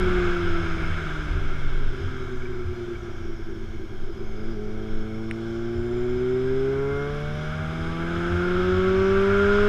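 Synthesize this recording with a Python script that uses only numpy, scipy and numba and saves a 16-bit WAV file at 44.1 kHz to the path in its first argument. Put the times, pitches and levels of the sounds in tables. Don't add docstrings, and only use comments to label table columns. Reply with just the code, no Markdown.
import sys
import numpy as np
from scipy import signal
from scipy.fft import rfft, irfft
from scipy.io import wavfile
from scipy.ndimage import uniform_filter1d
from numba import njit

SR = 44100
rng = np.random.default_rng(int(sys.argv[2]) if len(sys.argv) > 2 else 0)


def to_wav(s):
    ch = np.atleast_2d(s).T
    pcm = np.round(np.clip(ch, -1, 1) * 32767)
    wavfile.write(sys.argv[1], SR, pcm.astype(np.int16))


def linear_from_db(decibels):
    return 10 ** (np.asarray(decibels, float) / 20)


N = 426888

# start_s, firing_rate_hz
ENGINE_SPEED = [(0, 183.5), (.64, 167.7), (1.76, 137.1), (2.4, 123.6), (3.36, 112.1), (4, 109.1),
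                (4.36, 106), (4.45, 108.9), (4.51, 115.3), (4.57, 104), (4.76, 108.5), (5.1, 109),
                (5.3, 111.9), (5.77, 117.5), (6.41, 128.2), (7.21, 147), (8.49, 178.6), (9.68, 206.9)]
# start_s, opening (0-1), rasp_db per octave above 600 Hz, low_order_load_db, burble_db
THROTTLE = [(0, 0.07, -5, 3.2, 6), (.5, 0.45, -4, -0.7, 2.5), (.9, 0.16, 4, 1, 3), (1.6, 0, -1, 0.1, 1),
            (2.6, 0, 1, -0.2, 2), (3.9, 0, 9, -1.7, 3.5), (4.2, 0.48, 2, -3, 9.3),
            (4.4, 0.94, -14, -2.5, 2), (4.55, 0.92, -12, -0.5, 5.5), (5.3, 0.99, -8, 0, -5.5),
            (5.9, 0.95, -6.5, 0.5, 1.5), (6.5, 0.91, -6.5, 2, 0), (6.8, 0.91, 11, 1.8, 1),
            (7.1, 0.97, 0, .3, -2), (7.5, 0.92, -4, 1, -5.5), (8, 1, -0.5, -2, 1),
            (8.8, 0.94, 5.5, 0.36, 4.5), (9.68, 0.97, 7, -0.3, -4)]
# open_throttle_db, shut_throttle_db
LOW_ORDERS = [(11, 12), (0, 0), (-3, -7), (-9, -15)]
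# pitch_hz, level_db
OPEN_CAVITY = [(100, -51), (250, -32), (330, -28), (380, -19), (415, -17), (465, -46), (600, -31.5),
               (830, -42)]
# pitch_hz, level_db
SHUT_CAVITY = [(100, -56), (245, -42), (282, -48), (322, -33), (358, -26), (398, -37), (425, -56),
               (740, -36)]
# pitch_hz, level_db
UPPER_COLOUR = [(500, 6.5), (660, 3.5), (750, 3), (830, -3), (950, -15.5), (1050, -10), (1500, -13.5),
                (1800, -27), (2300, -39.5), (3100, -34)]
# pitch_hz, width_hz, lift_db
PANELS = [(975, 60, 7), (1150, 60, 9), (1290, 50, 8), (1420, 70, 14), (2125, 60, 8), (3050, 500, -9)]
FED_ORDERS = {7: 3, 8: 2, 10: 5, 11: 4}
# multiple of firing rate, level_db re throttle
UNEVEN_LINES = [(.5, -5), (1.25, -8), (1.5, 2.5), (2.5, -12), (3.5, -2.5), (4.501, -8.5), (5.499, -9.5),
                (7.5, -4.5), (9.5, -14.5)]
# pitch_hz, level_db
UNEVEN_COLOUR = [(50, -13), (90, 7.5), (170, 3), (240, 5.5), (275, -6.5), (300, -16.5), (350, 7.5),
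                 (420, 10.5), (500, -12.5), (1400, 1)]
# pitch_hz, level_db
CHAIN_COLOUR = [(1650, -74), (1900, -60), (2060, -57), (2105, -46), (2150, -46), (2185, -56), (2290, -58),
                (2420, -76)]
# multiple of firing rate, level_db
WHINE = [(20, -5), (30, 4), (40, 4), (50, 1), (60, 0)]
# pitch_hz, level_db
WHINE_COLOUR = [(2000, -70), (2250, -66), (2800, -76), (3400, -73), (4400, -83), (5250, -76), (5700, -73),
                (6050, -78), (6400, -75), (6900, -83), (7500, -87), (8300, -82), (9300, -88), (10500, -110)]
# pitch_hz, width_hz, level_db
BOOM = [(348, 28, -1), (378, 26, 0), (402, 22, -8)]
# time_s, length_ms, depth_db
MISFIRES = [(2.097, 24, -9), (2.193, 16, -9), (2.271, 21, -12), (2.399, 40, -9), (2.661, 47, -10),
            (2.751, 26, -11), (2.862, 25, -9), (2.957, 17, -8), (3.003, 41, -9), (3.13, 15, -16),
            (3.166, 19, -14), (3.228, 21, -8), (3.271, 21, -11), (3.362, 35, -10), (3.446, 29, -18),
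            (3.544, 14, -10), (3.667, 20, -16), (3.778, 23, -13), (3.885, 22, -19), (3.99, 28, -12),
            (4.064, 28, -10), (4.145, 30, -9)]
# pitch_hz, width_hz, level_db, share of the swing with speed
HOUSING = [(466, 91, -14, 1.4), (678, 194, -6.5, 0.72), (987, 120, -9, 0.88), (1164, 88, -7.5, 0.99),
           (1384, 190, 1.5, 1.195), (1569, 124, -0.5, 1.08), (2192, 183, -5, 0.91), (2610, 500, -19, 1.48),
           (3260, 500, -11.5, 0.82), (3920, 620, -39, 0.76), (5133, 400, -19.5, 0.72),
           (5880, 250, -28.5, 0.7), (6400, 1200, -29.5, 0.75), (8300, 2500, -39.5, 0.67),
           (10600, 4400, -45, 0.49)]
# pitch_hz, level_db per Hz
BUFFET = [(20, -8), (35, -7), (60, -1.5), (120, -16), (200, -15.5), (300, -19.5), (450, -25), (800, -38.5),
          (2000, -52.5), (4300, -60.5), (8000, -83), (14500, -87.5)]
# time_s, length_s, level_db
GUSTS = [
    (.25, .15, 1.2),
    (.9, 0.22, 1),
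    (2.014, 0.09, 2.5),
    (2.8, 0.68, 1.8),
    (4.57, 0.02, -1),
    (5.45, .1, 1.2),
    (6.995, .15, -0.5),
    (7.75, 0.53, -2),
    (8.45, .15, 0),
    (9, 0.43, -1.8),
]
# pitch_hz, width_hz, level_db
WHISTLES = [(4240, 70, -80), (4550, 70, -81), (5010, 70, -76), (5330, 50, -74), (5720, 70, -79),
            (6450, 110, -80), (7100, 120, -86), (8450, 90, -93)]
# time_s, level_db
JOINTS = [(.07, -28), (.26, -34), (.42, -31.5), (0.632, -25.5), (.93, -28), (1.36, -27.5), (1.7, -34),
          (2.052, -27.5), (2.68, -28), (3.22, -39), (5.78, -31.5), (7.53, -34.5), (7.671, -37), (7.91, -36),
          (8.191, -32), (8.351, -24), (8.751, -31), (8.969, -27), (9.169, -30.5), (9.42, -30.5),
          (9.6, -30.5)]
# time_s, level_db, pitch_hz
BUMPS = [(.07, -23, 16), (.19, -29, 44), (.31, -20.5, 16), (.53, -17, 14.7), (.7, -21.5, 13.6),
         (.87, -22, 15.3), (1.07, -27, 15), (1.19, -30, 32.6), (1.35, -24.5, 35.5), (1.51, -18, 15),
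         (1.54, -37, 29), (1.74, -26, 27.2), (1.67, -18.5, 15), (1.84, -16, 17.3), (2.39, -27, 14),
         (3.33, -28, 17), (4.05, -24, 13), (4.33, -23.5, 11.1), (4.51, -24.5, 17), (4.78, -27, 14),
         (4.95, -21.5, 15), (6.02, -28, 7.1), (6.55, -30, 12), (7.16, -38, 26), (8.56, -28, 15),
         (9.18, -28, 14), (9.56, -33, 33), (9.64, -23.5, 14)]
# start_s, peak_db, ring_hz
STONES = [
    (5.3114, -20, 2170),
]
# lag_s, level_db, pitch ratio
BOUNCES = [(0, 6.5, 0.99), (0.00034, -1.0, 0.69), (.0003, -9, 1.5), (.0028, -9.0, 1.35), (0.0, -16, 1.2)]
# start_s, peak_db, pitch_hz, decay_ms
PINGS = [
    (2.42, -35, 2200, 6.8),
    (2.455, -33.5, 2290, 6),
    (2.955, -36, 2260, 7.1),
    (9.5853, -8, 1390, 1.7),
]
# pitch_hz, level_db
CIRCUIT = [(12618, -83), (12647, -97), (12678, -86), (12737, -98), (10429, -96)]


def curves(table):
    s, *columns = np.transpose(table)
    return [np.interp(np.arange(N) / SR, s, c) for c in columns]


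def colour(table, hz):
    f, db = np.transpose(table)
    return np.interp(np.log(hz), np.log(f), db)


def unit(x):
    return x / np.sqrt(np.mean(x ** 2))


def octaves(hz):
    return np.log2(hz / 109)


def mix(share, shut, opened):
    return shut + np.clip(share, 0, 1) * (opened - shut)


def dip(hz, centre_hz, width_hz, db):
    return db / (1 + (2 * (hz - centre_hz) / width_hz) ** 2)


@njit
def svf(x, hz, width):
    y, b, l = np.empty(len(x)), 0., 0.
    g, k = np.tan(np.pi * hz / SR), width / hz
    for i in range(len(x)):
        v = (b + g * (x[i] - l)) / (1 + g * (g + k))
        b, l, y[i] = 2 * v - b, l + 2 * g * v, k * v
    return y


def steep(x, hz, width):
    return svf(svf(x, 1. * hz, 1. * width), 1. * hz, 1. * width)


def walk(rate):
    k = int(SR / rate)
    held = np.repeat(rng.standard_normal(N // k + 1), k)
    return unit(uniform_filter1d(uniform_filter1d(held, k), k)[:N])


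def resonance(hz, width, cycle, flicker_db, gate):
    band = steep(rng.standard_normal(N), hz, 1.66 * width)
    breath = 1 + gate * np.cos(cycle)
    return unit(band) * linear_from_db(flicker_db * walk(5.8)) * np.sqrt(width) * breath


def swells(rows, seconds):
    t, out = np.arange(N) / SR, np.zeros(N)
    for s, db, hz in rows:
        shape = np.exp(-((t - s) / seconds) ** 2)
        out += np.sqrt(2) * linear_from_db(db) * shape * np.cos(2 * np.pi * hz * (t - s))
    return out


def electronics():
    t = np.arange(N) / SR
    tones = sum(np.sqrt(2) * linear_from_db(db) * np.sin(2 * np.pi * f * t) for f, db in CIRCUIT)
    return tones + linear_from_db(-85.5) * rng.standard_normal(N)


def buffeting(hz, grip):
    f = np.maximum(np.arange(N // 2 + 1) * SR / N, 1)
    spectrum = rfft(rng.standard_normal(N)) * linear_from_db(colour(BUFFET, f)) * (f > 22)
    flutter = linear_from_db(1.2 * walk(9))
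    db_per_octave = mix(grip, 18.5, 5.5)
    return unit(irfft(spectrum, N)) * flutter * linear_from_db(-42 + db_per_octave * octaves(hz))


def gusts():
    t = np.arange(N) / SR
    return sum(db * np.exp(-((t - s) / length) ** 2) for s, length, db in GUSTS)


def housing_rush(hz, grip, cycle):
    speed = octaves(hz)
    throttle_db = grip * (2.5 - 5.5 * speed)
    swing_db = -7 + 24 * speed + throttle_db + gusts()
    rush = np.zeros(N)
    for peak_hz, width, db, share in HOUSING:
        level_db = db - 69.5 + share * swing_db
        rush += linear_from_db(level_db) * resonance(peak_hz, width, cycle, flicker_db=0.98, gate=0.023)
    return rush


def whistles(hz):
    tones = np.zeros(N)
    for f, width, db in WHISTLES:
        tones += linear_from_db(db + 5.0 * walk(2.7)) * unit(steep(rng.standard_normal(N), f, width))
    return tones * linear_from_db(3 * octaves(hz))


def mount_hum(hz, cycle):
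    hum = unit(resonance(86, 12, cycle, flicker_db=.5, gate=0))
    joints = swells([(s, db, 85) for s, db in JOINTS], seconds=0.038)
    return hum * linear_from_db(-47 + 18.5 * octaves(hz)) + joints


def frame_shake(hz, cycle):
    shake = svf(resonance(14, 10.0, cycle, flicker_db=1.5, gate=0), 12.0, 14.0)
    return unit(shake) * linear_from_db(-32.5 - octaves(hz)) - swells(BUMPS, seconds=0.093)


def stone_ticks():
    out, t = np.zeros(N), np.arange(int(.04 * SR)) / SR
    shape = np.exp(-t / 0.00061) * (1 - np.exp(-t / 0.00025)) ** 2 * 1.56
    for s, db, hz in STONES:
        for lag, bounce_db, ratio in BOUNCES:
            i = int((s + lag) * SR)
            out[i:i + len(t)] += linear_from_db(db + bounce_db) * np.sin(2 * np.pi * ratio * hz * t) * shape
        crack = steep(rng.standard_normal(len(t)), 8800, 3500) * np.exp(-t / 0.001)
        i = int(s * SR)
        out[i:i + len(t)] += linear_from_db(db - 10) * crack * (1 - np.exp(-t / .0003))
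    return out


def fairing_pings():
    out, t = np.zeros(N), np.arange(int(.04 * SR)) / SR
    for s, db, hz, ms in PINGS:
        i = int(s * SR)
        shape = np.exp(-1000 * t / ms) * (1 - np.exp(-t / 0.00068))
        out[i:i + len(t)] += linear_from_db(db) * np.sin(2 * np.pi * hz * t) * shape
    return out


def rattle(hz, grip):
    clicks_per_s = 120
    chance = rng.random((int(clicks_per_s * N / SR), 2))
    clicks = np.zeros(N)
    clicks[(chance[:, 0] * N).astype(int)] = linear_from_db(-2.5 * np.log(chance[:, 1] + 1e-2))
    ring = steep(clicks, 9100, 900) + .7 * steep(clicks, 11300, 800)
    return unit(ring) * linear_from_db(-95 + grip * dip(hz, 148, 30, 21.5))


def misfires():
    t = np.arange(N) / SR
    return linear_from_db(sum(1.15 * db * np.exp(-(2000 * (t - s) / ms) ** 2) for s, ms, db in MISFIRES))


def burble(grip, cycle):
    firings = np.flatnonzero(np.diff((cycle / (2 * np.pi)).astype(int)))
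    size = rng.standard_normal(N // 100)[:len(firings)]
    push = np.zeros(N)
    push[firings] = np.sign(size) * np.sqrt(np.abs(size))
    push *= linear_from_db(1.3 * walk(35))
    ring = np.zeros(N)
    for f, width, db in BOOM:
        ring += linear_from_db(db) * svf(svf(push, 1. * f, 1. * width), 1. * f, 0.97 * width)
    thud = linear_from_db(-17.5) * svf(svf(push, 165., 90.), 165., 120.)
    level_db = mix(grip, -42, -44) + curves(THROTTLE)[3]
    return unit(svf(ring, 387.5, 110.0) + thud) * misfires() * linear_from_db(level_db)


def engine_line(k, cycle, db, waver, smear=0):
    level = np.sqrt(2) * linear_from_db(db + 5 * waver * walk(18))
    return level * np.sin(k * cycle + waver * walk(14) + smear + 2 * np.pi * rng.random())


def whine(hz, cycle):
    out = np.zeros(N)
    for k, db in WHINE:
        level_db = db + colour(WHINE_COLOUR, k * hz) + 2 * walk(5)
        out += engine_line(k, cycle, level_db, .5, smear=.0008 * k ** 2 * walk(60))
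    return out


def cam_chain(hz, grip, cycle):
    return grip * engine_line(15, cycle, colour(CHAIN_COLOUR, 15 * hz), .3)


def upper_db(hz, grip):
    return mix(grip, -77.5 + 8 * octaves(hz), -58.5 + 22.5 * octaves(hz))


def uneven_firing(hz, grip, cycle):
    out = np.zeros(N)
    for k, db in UNEVEN_LINES:
        out += engine_line(k, cycle, upper_db(hz, grip) + db + colour(UNEVEN_COLOUR, k * hz), 0.076)
    return out


def path_db(hz):
    return colour(UPPER_COLOUR, hz) + sum(dip(hz, f, width, db) for f, width, db in PANELS)


def upper_orders(hz, grip, cycle):
    rasp_db = curves(THROTTLE)[1]
    out = np.zeros(N)
    for k in range(5, 18):
        bright_db = rasp_db * np.clip(np.log2(k * hz / 600), 0, 0.99)
        level_db = upper_db(hz, grip) + bright_db + path_db(k * hz) + FED_ORDERS.get(k, 0)
        out += engine_line(k, cycle, level_db, .2 + .018 * k)
    return out


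def cavity_db(k, hz, grip):
    open_db, shut_db = LOW_ORDERS[k - 1]
    pitch = k * hz
    shut = shut_db + colour(SHUT_CAVITY, pitch) + dip(pitch, 318, 9, -22)
    opened = open_db + colour(OPEN_CAVITY, pitch) + dip(pitch, 305, 25.7, -31.5)
    return mix(grip ** 2, shut, opened)


def low_orders(hz, grip, cycle):
    load_db = curves(THROTTLE)[2]
    overrun = np.clip(1 - 2 * grip, 0, 1)
    low = []
    for k in range(1, 5):
        waver = 0.071 + (0.016 + 0.12 * overrun) * (k - 1)
        low.append(engine_line(k, cycle, load_db + cavity_db(k, hz, grip), waver))
    skip = misfires()
    return low[0] + low[1] * np.sqrt(skip) + (low[2] + low[3]) * skip


def scene():
    hz, grip = curves(ENGINE_SPEED)[0], curves(THROTTLE)[0]
    cycle = 2 * np.pi * np.cumsum(hz) / SR
    wind = buffeting(hz, grip) + housing_rush(hz, grip, cycle) + whistles(hz)
    body = mount_hum(hz, cycle) + frame_shake(hz, cycle) + rattle(hz, grip)
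    knocks = stone_ticks() + fairing_pings()
    gear = whine(hz, cycle) + cam_chain(hz, grip, cycle)
    exhaust = uneven_firing(hz, grip, cycle) + upper_orders(hz, grip, cycle) + low_orders(hz, grip, cycle)
    engine = burble(grip, cycle) + gear + exhaust
    return (electronics() + wind + body + knocks + engine)[None]


def band_limit(x):
    return signal.sosfilt(signal.butter(12, 15140, fs=SR, output="sos"), x)


def record(dry):
    low_pass = signal.ellip(6, .5, 50, 14800, fs=SR, output="sos")
    dull = signal.sosfilt(low_pass, dry)
    return band_limit(dull)


dry = scene()
out = record(dry)
to_wav(out)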